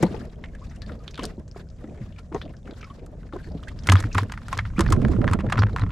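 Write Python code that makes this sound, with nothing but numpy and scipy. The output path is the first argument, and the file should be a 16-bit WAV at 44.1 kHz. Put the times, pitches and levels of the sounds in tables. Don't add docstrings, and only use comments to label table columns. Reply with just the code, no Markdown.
import sys
import numpy as np
from scipy import signal
from scipy.io import wavfile

SR = 44100
rng = np.random.default_rng(int(sys.argv[2]) if len(sys.argv) > 2 else 0)


def file_out(sig):
    cols = np.atleast_2d(sig).T
    lim = np.clip(cols, -1, 1)
    pcm = np.round(lim * 32767).astype(np.int16)
    wavfile.write(sys.argv[1], SR, pcm)


def invert_db(level):
    return 10 ** (np.asarray(level, dtype=float) / 20)


N = 260631

# start_s, peak_db, ring_hz, crack_re_ring_db
FLANK_SLAPS = [(3.871, -23.5, 1420, 3), (3.895, -10, 1630, -5), (3.919, -10.5, 1220, -2.5),
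               (3.93, -21, 1200, -7), (3.954, -13, 1350, -19), (4.001, -28, 1660, 2.5),
               (4.025, -29.5, 1700, -5), (4.146, -24.5, 1380, -2), (4.18, -11, 1060, -11.5),
               (4.231, -27, 1540, -5.5), (4.319, -24, 1670, -2.5), (4.416, -39, 1330, -28),
               (4.482, -28, 1460, -2.5), (4.527, -16.5, 1030, -13), (4.57, -26.5, 1300, -15),
               (4.792, -15, 1230, -4.5), (4.806, -15, 1300, 1.5), (4.902, -30.5, 2200, 1),
               (4.922, -11.5, 1080, -7.5), (4.944, -44, 1510, 2), (5.016, -34, 1380, -6),
               (5.081, -31.5, 1260, -3.5), (5.311, -26, 1350, -8.5), (5.333, -15, 1350, -8),
               (5.404, -30.5, 1130, -13), (5.498, -23.5, 1690, -13.5), (5.522, -12, 1140, -14.5),
               (5.596, -33, 1290, -24), (5.762, -16.5, 1150, -13.5), (5.794, -24, 2000, -13.5)]
# start_s, peak_db, ring_hz
BONE_AND_FIN_RAPS = [(3.888, -13, 2100), (3.966, -24, 3300), (4.038, -25.5, 1810), (4.15, -17.5, 1310),
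                     (4.374, -27, 1750), (4.588, -15, 1900), (4.651, -30, 1600), (4.78, -25, 1390),
                     (4.862, -22.5, 1750), (4.887, -24.5, 1250), (5.049, -16.5, 1560), (5.215, -27, 1330),
                     (5.241, -19.5, 1300), (5.277, -14.5, 1760), (5.285, -22.5, 1050), (5.297, -26, 1370),
                     (5.324, -24.5, 1150), (5.388, -26.5, 1380), (5.464, -32, 1510), (5.555, -23, 1360),
                     (5.578, -15.5, 1350), (5.588, -19, 1140), (5.62, -17.5, 1100), (5.63, -18.5, 1260),
                     (5.666, -28, 1600), (5.784, -26.5, 1720), (5.818, -25.5, 1200), (5.833, -24, 1280),
                     (3.984, -36, 1300), (4.067, -41.5, 1800), (4.157, -40, 1610), (4.167, -49, 1700),
            (4.204, -32, 1400), (4.296, -33.5, 1360), (4.318, -34, 2930), (4.336, -31.5, 1890),
            (4.43, -47, 1500), (4.513, -44.5, 1160), (4.575, -34, 2000), (4.605, -36, 1400),
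            (4.657, -41, 1800), (4.7, -43.5, 1500), (4.735, -45, 1310), (5.488, -34, 1770),
            (5.572, -25, 2230), (5.642, -48, 1400), (5.685, -40, 1300), (5.729, -43.5, 4000),
            (5.771, -29, 1310), (5.803, -34, 1490), (5.812, -33, 4030), (5.863, -35.5, 1200),
            (5.904, -35.5, 2200)]
# start_s, peak_db
FIN_GRAZES = [
    (4.913, -33),
    (4.962, -30),
    (5.134, -31),
    (5.163, -34.5),
    (5.269, -29),
    (5.693, -33.5),
    (5.891, -39),
]
# mode_hz, level_db, t60_s
LATTICE_MODES = [(1070, -5, 0.035), (1330, 8, 0.0054), (1750, 1, 0.0047), (2300, -10.5, 0.0017),
                 (3226, -24.5, 0.037)]
# start_s, level_db, drum_hz
BODY_FLOPS = [(3.894, -7, 95.6), (3.936, -6, 94.2), (4.155, -14.5, 94.6), (4.215, -19, 103.2),
              (4.584, -23.5, 99), (4.613, -29.5, 119), (4.647, -29.5, 109), (5.469, -20, 112),
              (5.499, -25.5, 104.4), (5.567, -18, 119.4), (5.593, -10, 99), (5.634, -11.5, 104),
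              (5.72, -25.5, 100.4), (5.818, -15.5, 104.7), (5.865, -23, 101.6)]
# start_s, level_db, drum_hz
TAIL_BEATS = [(4.04, -16.5, 107), (4.807, -16.5, 88.4), (4.89, -16, 120.4), (4.914, -15.5, 108),
              (4.932, -11, 99), (4.992, -21, 108), (5.017, -32, 106), (5.045, -15, 129.4),
              (5.081, -39, 110), (5.174, -13.5, 105), (5.247, -17, 111), (5.263, -20.5, 120),
              (5.309, -13.5, 98.5)]
# start_s, peak_db, ring_hz
HARD_SNAPS = [(0.4595, -36, 3500), (0.8206, -26.5, 5000), (1.079, -24.5, 3540), (1.1094, -33, 5000),
              (1.1438, -34, 4500), (1.1558, -30, 4500), (1.1947, -17.5, 3020), (1.2536, -25, 7000),
              (2.4135, -37, 2500), (3.063, -34, 7750), (3.8716, -11, 6000), (3.889, 3, 2000),
              (3.8965, -16, 3500), (3.8995, 0.5, 3000), (3.9225, -11, 3520), (3.9555, -5.5, 2300),
              (4.528, -29, 3000), (4.5765, -13.5, 5500), (4.588, -17, 2500), (4.923, -15.5, 2150),
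              (5.636, -3.5, 1480), (3.9204, -2, 2420), (0.44, -22.5, 1960)]
# start_s, peak_db, ring_hz, crack_re_ring_db
HULL_TICKS = [(0.025, -23.5, 2070, 0.5), (0.03, -19.5, 784, -6), (0.061, -29.5, 930, -20),
              (0.142, -35.5, 820, -14), (0.207, -46, 1400, -11), (0.438, -31.5, 2050, -18),
              (0.457, -43.5, 2270, -19), (0.549, -38, 1830, -6.5), (0.76, -50.5, 1900, 6),
              (0.891, -35.5, 1350, -25.5), (0.916, -38.5, 1370, -38), (1.177, -29.5, 1300, -15),
              (1.191, -27, 1070, -15), (1.233, -31, 1430, 5.5), (1.252, -33.5, 6660, 14.5),
              (2.183, -41, 2320, -17), (2.321, -34.5, 1000, -23), (2.346, -26, 870, -28),
              (2.36, -29, 1020, -43), (2.413, -28, 1750, -31), (2.415, -31.5, 3580, -15),
              (2.673, -36, 1640, -26.5), (2.827, -34, 2310, -50), (2.84, -38, 2270, -23),
              (3.063, -59, 5030, 15), (3.23, -44.5, 1430, -11), (3.324, -35, 1130, -34),
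              (3.362, -38, 1070, -8), (3.682, -33, 2030, -5)]
# start_s, peak_db, ring_hz
TACKLE_CLICKS = [(0.819, -30.5, 4250), (1.078, -27.5, 3460), (1.111, -36.5, 5860), (1.143, -34, 3900),
                 (1.156, -32.5, 3700), (1.196, -30.5, 3070), (1.239, -25, 4800), (1.479, -39.5, 7200),
                 (1.513, -37, 5500), (1.701, -47, 5330), (2.566, -45.5, 5600), (2.71, -34.5, 3750),
                 (2.81, -40, 5260), (3.635, -33, 3500), (3.789, -34, 5200), (3.835, -37, 5750),
                 (5.592, -20.5, 4900)]
# start_s, peak_db, ring_hz
SMALL_FLICKS = [(0.065, -37, 4360), (0.117, -50, 2600), (0.15, -48, 5300), (0.163, -44.5, 2920),
                (0.198, -56, 7170), (0.212, -55, 4800), (0.271, -60, 4820), (0.298, -55, 3500),
                (0.325, -58, 6050), (0.447, -50, 7700), (0.485, -50, 2080), (0.536, -67, 3000),
                (0.567, -59, 1980), (0.608, -56, 7000), (0.668, -51, 4000), (0.697, -44.5, 6000),
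                (0.712, -44, 1970), (0.766, -48, 2800), (0.862, -42.5, 4360), (0.92, -41.5, 3730),
                (0.99, -52, 4540), (1.037, -47, 6740), (1.564, -50, 2200), (1.688, -46, 5250),
                (1.826, -69, 1710), (1.839, -47.5, 1870), (1.975, -47.5, 2080), (2.014, -49, 1950),
                (2.123, -48.5, 2930), (2.162, -47, 2270), (2.33, -47, 2210), (2.345, -36.5, 6450),
                (2.363, -48, 2200), (2.452, -43.5, 3250), (2.477, -47, 2440), (2.493, -47, 2730),
                (2.537, -46, 1610), (2.655, -51, 2680), (2.707, -42, 1580), (2.735, -47, 3380),
                (2.74, -48.5, 1460), (2.814, -37.5, 2560), (2.843, -41.5, 5340), (2.902, -46, 3160),
                (2.994, -47, 2430), (3.065, -47, 1160), (3.288, -55, 2000), (3.334, -42, 3600),
                (3.388, -43, 1500), (3.43, -61, 4400), (3.442, -41.5, 1730), (3.457, -59, 4320),
                (3.471, -45, 1770), (3.488, -51, 4240), (3.5, -51, 4500), (3.518, -47, 4700),
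                (3.629, -37, 1270), (3.685, -33.5, 3260), (3.743, -58, 5060), (3.791, -63, 1290),
                (1.137, -45, 2500), (1.162, -45, 3000), (1.176, -28.5, 3200), (1.208, -39, 2200),
              (1.223, -34, 3000), (1.27, -48, 4000), (2.35, -42, 1000), (4.115, -44, 1700),
              (4.128, -32.5, 6160), (4.842, -37, 1210), (4.878, -29.5, 4600), (4.998, -39.5, 1300),
              (5.028, -41, 2470), (5.115, -34, 1090), (5.19, -37, 1000), (5.251, -38, 1100),
              (5.35, -53, 1380), (5.397, -34, 2500)]
# time_s, left_re_right_db
HANDS_PLACE = [(0, 4), (0.25, 24), (0.42, -4), (0.6, 0), (0.9, 6.5), (1.08, -5.5), (1.2, 2), (1.26, 1.5),
               (1.8, 7), (2.35, 6.5), (2.42, 2.5), (3.1, 2), (3.33, 6), (3.5, 8), (3.63, -4), (3.7, -6.5),
               (3.79, 4), (5.91, -1)]
# start_s, level_db, knock_hz
HULL_KNOCKS = [(0.031, -9, 177.3), (0.0283, -11.5, 334), (0.041, -11.5, 191.4), (0.918, -35, 261),
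               (1.19, -27, 266), (1.246, -27, 410), (1.379, -30.5, 208), (1.561, -33, 397),
               (1.842, -31.5, 298), (2.009, -26.5, 118.7), (2.319, -29.5, 324), (2.347, -20.5, 406),
               (2.36, -24, 442), (3.335, -26.5, 310), (3.361, -26.5, 374), (3.549, -24.5, 162.3)]
# start_s, level_db, knock_hz
JOLTS_AND_BUFFETS = [(3.894, -19.5, 289), (3.93, -20, 244), (3.99, -30.5, 308), (4.05, -28, 290),
                     (4.151, -25.5, 259), (4.225, -29, 280), (4.783, -14.5, 193), (4.797, -13.5, 333),
                     (4.89, -27, 238), (4.909, -22, 307), (4.974, -16.5, 224.6), (5.024, -22, 265),
                     (5.054, -20, 214), (5.113, -23.5, 252), (5.15, -21, 200), (5.185, -22.5, 332),
                     (5.205, -18, 243), (5.241, -32.5, 391), (5.267, -27.5, 223), (5.309, -26, 285),
                     (5.389, -23, 196), (5.534, -32, 187),(5.585, -21, 258), (5.832, -26.5, 277)]
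# start_s, length_s, level_db, first_hz, last_hz
SKIN_SQUEAKS = [(0.614, 0.032, -46.5, 1016, 1230), (0.814, 0.056, -51.5, 1730, 1770),
                (0.999, 0.037, -53, 1230, 1280), (2.176, 0.046, -55, 1380, 1400),
                (2.83, 0.0093, -40, 1260, 1150), (2.844, 0.014, -44, 1280, 1320),
                (2.858, 0.036, -52.5, 1140, 1080), (2.899, 0.028, -41, 1110, 1125),
                (3.396, 0.021, -48.5, 1600, 1590), (3.428, 0.067, -59, 4300, 4450),
                (3.673, 0.0136, -37.5, 1570, 2070), (4.113, 0.021, -43.5, 2560, 2530),
                (4.762, 0.0263, -42.5, 2090, 2900), (4.764, 0.016, -45, 1040, 1230)]
# peak_s, wet_db, hull_db, fade_20db_s
BODY_MOVES = [(0.036, -37.5, -20, 0.1), (0.19, -46.5, -30.5, 0.24), (0.449, -61, -39.5, 0.5),
              (.7, -59, -54, 1), (0.918, -53.5, -39.5, 0.34), (1.233, -40.5, -29.5, 0.1133),
              (1.4, -52.5, -39.5, 0.04), (1.577, -50.5, -40, 0.19), (1.863, -55.5, -36, 0.25),
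              (2.03, -55.5, -44, 0.15), (2.191, -50, -50, 0.02), (2.351, -48.5, -25, 0.0466),
              (2.47, -55.5, -38, 0.55), (2.701, -53.5, -31.5, 0.1), (2.84, -51, -49, 0.3),
              (3.09, -67, -42.5, 0.8), (3.354, -42, -26.5, 0.03), (3.45, -51, -39.5, 0.35),
              (3.69, -55, -46, 0.23), (3.923, -37, -30.5, 0.21), (4.182, -36.5, -28.5, 0.11),
              (4.33, -52, -53.5, 1.56), (4.521, -41, -51, 0.15), (4.59, -62, -41, 0),
              (4.815, -36, -27.5, 0.09), (5.05, -57.5, -28.5, 0.4), (5.251, -54, -23.5, 0.36),
              (5.6, -51, -33, 0.4), (5.79, -45, -45.5, 0.05)]
# time_s, rumble_db, left_re_right_db
WIND_CURVE = [
    (0, -34, 1.5),
    (1.2, -41, 0.5),
    (3.6, -40.5, .5),
    (3.85, -31.5, -1),
    (4.3, -37.5, -1),
    (4.75, -29.5, 0),
    (4.88, -19.5, -13.5),
    (5.35, -27, -11),
    (5.5, -29, 3.5),
    (5.91, -29, -4),
]
# band_hz, density_db
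WATER_SPECTRUM = [(350, -50), (829, -2.5), (1460, -1), (2220, -8.5), (4840, -12.5), (9880, -27.5),
                  (13100, -30), (15000, -63)]
# band_hz, density_db
BUFFET_SPECTRUM = [(70, -13), (180, -4.5), (310, -11), (540, -11), (750, -32), (950, -41), (1600, -60)]
# band_hz, density_db
RUMBLE_SPECTRUM = [(15, -16), (35, -7), (75, -6.5), (120, -15), (180, -10.5), (300, -51)]
# band_hz, density_db
SEA_SPECTRUM = [(450, -6), (560, 8), (900, -32), (1730, -17), (3700, -32.5), (7600, -13.5), (11600, -55),
                (14500, -56)]
# band_hz, likeness_ratio
STEREO_LIKENESS = [(60, 1), (240, 1), (950, 0.9), (3770, 0.57), (15000, 0.95)]


def rms_one(x):
    return x / np.sqrt(np.mean(x ** 2) + 1e-20)


def in_time(rows):
    time_s, *columns = np.transpose(rows)
    return [np.interp(np.arange(N) / SR, time_s, column) for column in columns]


def at_hz(points, hz):
    point_hz, value = np.array(points).T
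    return np.interp(np.log(hz), np.log(point_hz), value)


def sides(pan_db):
    return invert_db(np.multiply.outer([0.5, -0.5], pan_db)).reshape(2, -1)


def bandpass(x, low_hz, high_hz):
    return signal.sosfilt(signal.butter(2, [low_hz, high_hz], "band", fs=SR, output="sos"), x)


def drift(rate_hz):
    step, warmup = 40, 2000
    pole = np.exp(-2 * np.pi * rate_hz * step / SR)
    white = rng.standard_normal(N // step + warmup + 2)
    slow = signal.lfilter([1], [1, -2 * pole, pole * pole], white)[warmup:]
    return np.interp(np.arange(N) / step, np.arange(len(slow)), rms_one(slow))


def ring(x, hz, t60_s):
    radius = invert_db(-60 / (t60_s * SR))
    angle = 2 * np.pi * hz / SR
    return signal.lfilter([0, np.sin(angle)], [1, -2 * radius * np.cos(angle), radius * radius], x + 1e-18)


def add(out, start_s, sound):
    i = max(round(start_s * SR), 0)
    out[:, i:i + sound.shape[1]] += sound[:, :N - i]


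def strike(hz, crack_db, modes, contact_s, t60_s, shared_db, tail_db, tail_s):
    t = np.arange(3000) / SR
    press = t / contact_s * np.exp(1 - t / contact_s)
    slide = invert_db(tail_db) * np.exp(-t / tail_s) * (1 - np.exp(-t / contact_s))
    grain = rng.standard_normal((3, len(t)))
    rough_db = 9.34 * rng.standard_normal(len(t))
    grit = grain * invert_db(rough_db)
    burst = grit * press + 2 * grain * invert_db(rough_db / 2) * slide
    push = burst[0] + 0.23 * burst[1:]

    own_ring = ring(push, hz, t60_s)
    shared_ring = 0
    for mode_hz, mode_db, mode_t60_s in modes:
        spot_db = rng.normal(0, 0.73)
        shared_ring = shared_ring + invert_db(mode_db + spot_db + shared_db) * ring(push, mode_hz, mode_t60_s)
    body = bandpass(own_ring + shared_ring, 850, 6500)

    spray = (grit[0] + 0.49 * grit[1:]) * (press ** 0.75 + 0.19 * slide)
    mist = bandpass(grit[1:] * press, 10000, 13500) * sides(9.0)
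    crack = bandpass(spray, 3300, 8500) + 0.17 * mist
    crack = invert_db(crack_db) * crack / np.abs(crack).max() * sides(0.53)
    return body / np.abs(body).max() + crack


def wall_slaps():
    out, trim_db, tail_db = np.zeros((2, N)), 2.0, -9
    for start_s, db, hz, crack_db in FLANK_SLAPS:
        hit = strike(hz, crack_db, LATTICE_MODES, 0.0017, 0.012, -4.0, tail_db, tail_s=0.012)
        add(out, start_s, invert_db(db + trim_db) * hit)
    raps = [row + (-20.5,) for row in BONE_AND_FIN_RAPS]
    grazes = [row + (1350, -18) for row in FIN_GRAZES]   # ring_hz, crack_db
    for start_s, db, hz, crack_db in raps + grazes:
        hit = strike(hz, crack_db, LATTICE_MODES, 0.0014, 0.0094, -9.5, tail_db, tail_s=0.01)
        add(out, start_s, invert_db(db + trim_db) * hit)
    return out * sides(-0.52)


def pushes(rows, cycles, partners, spread):
    out, t = np.zeros((2, N)), np.arange(9000) / SR
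    for start_s, db, hz, rise_s in rows:
        t60_s = cycles / hz
        swell = np.sin(np.pi / 2 * np.minimum(t / (2 * rise_s), 1)) ** 2
        after_s = np.maximum(t - 2 * rise_s, 0)
        phase = rng.uniform(0, 2 * np.pi, 4)
        chance = rng.normal(0, 2.5, 4)
        side_phase = spread * np.array([[0.5], [-0.5]]) * chance[3]
        tone = np.sin(2 * np.pi * hz * t + phase[3] + side_phase) * invert_db(-60 * after_s / t60_s)
        for k, (ratio, partner_db) in enumerate(partners):
            fading_db = partner_db + chance[k] - 60 * after_s / t60_s * ratio ** 0.5
            tone = tone + invert_db(fading_db) * np.sin(2 * np.pi * hz * ratio * t + phase[k])
        add(out, start_s - rise_s, invert_db(db) * swell * tone)
    return out


def floor_drum():
    flops = [row + (0.0152,) for row in BODY_FLOPS]
    beats = [row + (0.0071,) for row in TAIL_BEATS]
    return pushes(flops + beats, 13.8, [(1.9, -15)], spread=0.0065) * sides(0.089)


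def snaps():
    out, click = np.zeros((2, N)), np.arange(400) == 0
    for start_s, db, hz in HARD_SNAPS:
        rung = ring(click * sides(rng.normal(0.5, 2.5)), hz, 3.2 / hz)
        blunt = signal.butter(2, min(2 * hz, SR / 3), fs=SR)
        add(out, start_s, invert_db(db) * signal.lfilter(*blunt, rung))
    return out


def ticks():
    out = np.zeros((2, N))
    for start_s, db, hz, crack_db in HULL_TICKS:
        hit = strike(hz, crack_db, LATTICE_MODES[2:5], 0.0019, 13.5 / hz, -19.0, -1.3, tail_s=0.012)
        add(out, start_s, invert_db(db) * hit)
    for start_s, db, hz in TACKLE_CLICKS:
        hit = strike(hz, -13.5, LATTICE_MODES[2:5], 0.00064, 10.2 / hz, -21.0, -4.5, tail_s=0.0085)
        add(out, start_s, invert_db(db) * hit)
    for start_s, db, hz in SMALL_FLICKS:
        hit = strike(hz, -9.5, LATTICE_MODES[2:4], 0.0007, 13.6 / hz, -32.0, -2.5, tail_s=0.01)
        add(out, start_s, invert_db(db) * hit)
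    return out * sides(in_time(HANDS_PLACE)[0])


def knocks():
    hull_rows = [row + (0.0015,) for row in HULL_KNOCKS]
    jolt_rows = [row + (0.004,) for row in JOLTS_AND_BUFFETS]
    hull = pushes(hull_rows, 18.6, [(1.75, -6.5), (2.65, -13), (4.4, -19.5)], spread=0.032)
    return hull + pushes(jolt_rows, 21.0, [(1.6, -10), (2.5, -22)], spread=0.051)


def squeaks():
    out = np.zeros((2, N))
    for start_s, length_s, db, first_hz, last_hz in SKIN_SQUEAKS:
        part = np.arange(round(length_s * SR)) / (length_s * SR)
        waver = signal.lfilter([0.02], [1, -0.98], rng.standard_normal(3000))[:len(part)]
        glide_hz = (first_hz + (last_hz - first_hz) * part) * (1 + 0.54 * waver)
        phase = np.cumsum(2 * np.pi / SR * glide_hz)
        tone = np.sin(phase) + invert_db(-first_hz / 45) * np.sin(2 * phase)
        add(out, start_s, invert_db(db) * np.sin(np.pi * part ** 0.58) * tone * sides(0))
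    return out


def stirring(peak_db, rest_db, rise_share):
    move_s, _, _, fade_s = np.array(BODY_MOVES).T[:, :, None]
    step = 64
    late = (np.arange(0, N + step, step) / SR - move_s) / np.maximum(fade_s, 0.01)
    fall_db = 20 * np.maximum(late, -late / rise_share)
    power = invert_db(peak_db[:, None] - fall_db) ** 2
    gain = np.sqrt(power.sum(axis=0) + invert_db(rest_db) ** 2)
    return np.interp(np.arange(N) / step, np.arange(late.shape[1]), gain)


def banded_noise(spectrum, patchy_db, flicker_hz, loose):
    out, together = 0, drift(flicker_hz / 2)
    edges_hz = 15 * 2 ** np.arange(0, 10.6, 0.5)
    white = rng.standard_normal((2, 2, N))
    for k, (low_hz, high_hz) in enumerate(zip(edges_hz, edges_hz[1:])):
        hz = np.sqrt(low_hz * high_hz)
        if spectrum[0][0] < hz < spectrum[-1][0]:
            mid, side = bandpass(white[k % 2], low_hz, high_hz)
            alike = np.clip(at_hz(STEREO_LIKENESS, hz) - loose, 0, 1)
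            gain = invert_db(at_hz(spectrum, hz) + patchy_db * (1.68 * together + drift(flicker_hz)))
            out = out + gain * (np.sqrt(1 + alike) * mid + np.sqrt(1 - alike) * side * [[1], [-1]])
    return rms_one(out)


def droplets(per_s):
    sizes = invert_db(10.0 * np.minimum(rng.exponential(1, N), 4)) * rng.choice([-1, 1], N)
    born = rng.random(N) < per_s * invert_db(5.0 * drift(9.0)) / SR
    chosen = rng.integers(0, 16, N) == np.arange(16)[:, None]
    soft = signal.lfilter([0.3], [1, -0.7], sizes * born * chosen)
    pans_db = np.clip(rng.normal(1, 3.0, 16), -6, 6)
    out = 0
    for clicks, pan_db, hz in zip(soft, pans_db, np.geomspace(900, 6000, 16)):
        out = out + sides(pan_db) * invert_db(at_hz(WATER_SPECTRUM, hz)) * hz * ring(clicks, hz, 45.0 / hz)
    return rms_one(out)


def crackles(per_s, fade_s):
    sizes = invert_db(5.0 * np.minimum(rng.exponential(1, N), 3.0)) * (rng.random(N) < per_s / SR)
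    keep = np.exp(-1 / (fade_s * SR))
    puffs = signal.lfilter([1], [1, -keep], sizes * sides(rng.normal(4, 2.5, N)))
    white = rng.standard_normal((3, N))
    return rms_one(bandpass(puffs * (white[0] + 0.5 * white[1:]), 2500, 9000))


def water():
    wet = stirring(np.transpose(BODY_MOVES)[1], rest_db=-67, rise_share=0.71)
    rustle = banded_noise(WATER_SPECTRUM, 3.0, 30, loose=0.15)
    grains = invert_db(-9) * droplets(400)
    film = invert_db(-20.5) * crackles(70.0, 0.00072)
    return wet * invert_db(-3.5) * (rustle + grains + film)


def buffet():
    hull = stirring(np.transpose(BODY_MOVES)[2], rest_db=-56, rise_share=0.54)
    return hull * invert_db(-2.5) * banded_noise(BUFFET_SPECTRUM, 2.9, 35, loose=0.12)


def wind_rumble(rumble_db, pan_db):
    return invert_db(rumble_db) * banded_noise(RUMBLE_SPECTRUM, 0.9, 2.9, loose=0.03) * sides(0.3 * pan_db)


def far_sea():
    return invert_db(-63) * banded_noise(SEA_SPECTRUM, 1.2, 8, loose=0.1)


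def scene():
    rumble_db, pan_db = in_time(WIND_CURVE)
    drum = floor_drum()
    boards = knocks()
    rumble = wind_rumble(rumble_db, pan_db)
    hull = (boards + buffet()) * sides(pan_db)
    background = rumble + water() + far_sea()
    return wall_slaps() + ticks() + squeaks() + drum + hull + background + snaps()


def top_cut(x):
    return signal.sosfilt(signal.butter(12, 15710, fs=SR, output="sos"), x)


def record(dry):
    heard = signal.sosfilt(signal.butter(4, 13200, fs=SR, output="sos"), dry)
    mix = 0.93 * np.tanh(heard / 0.87)
    return top_cut(mix)


dry = scene()
out = record(dry)
file_out(out)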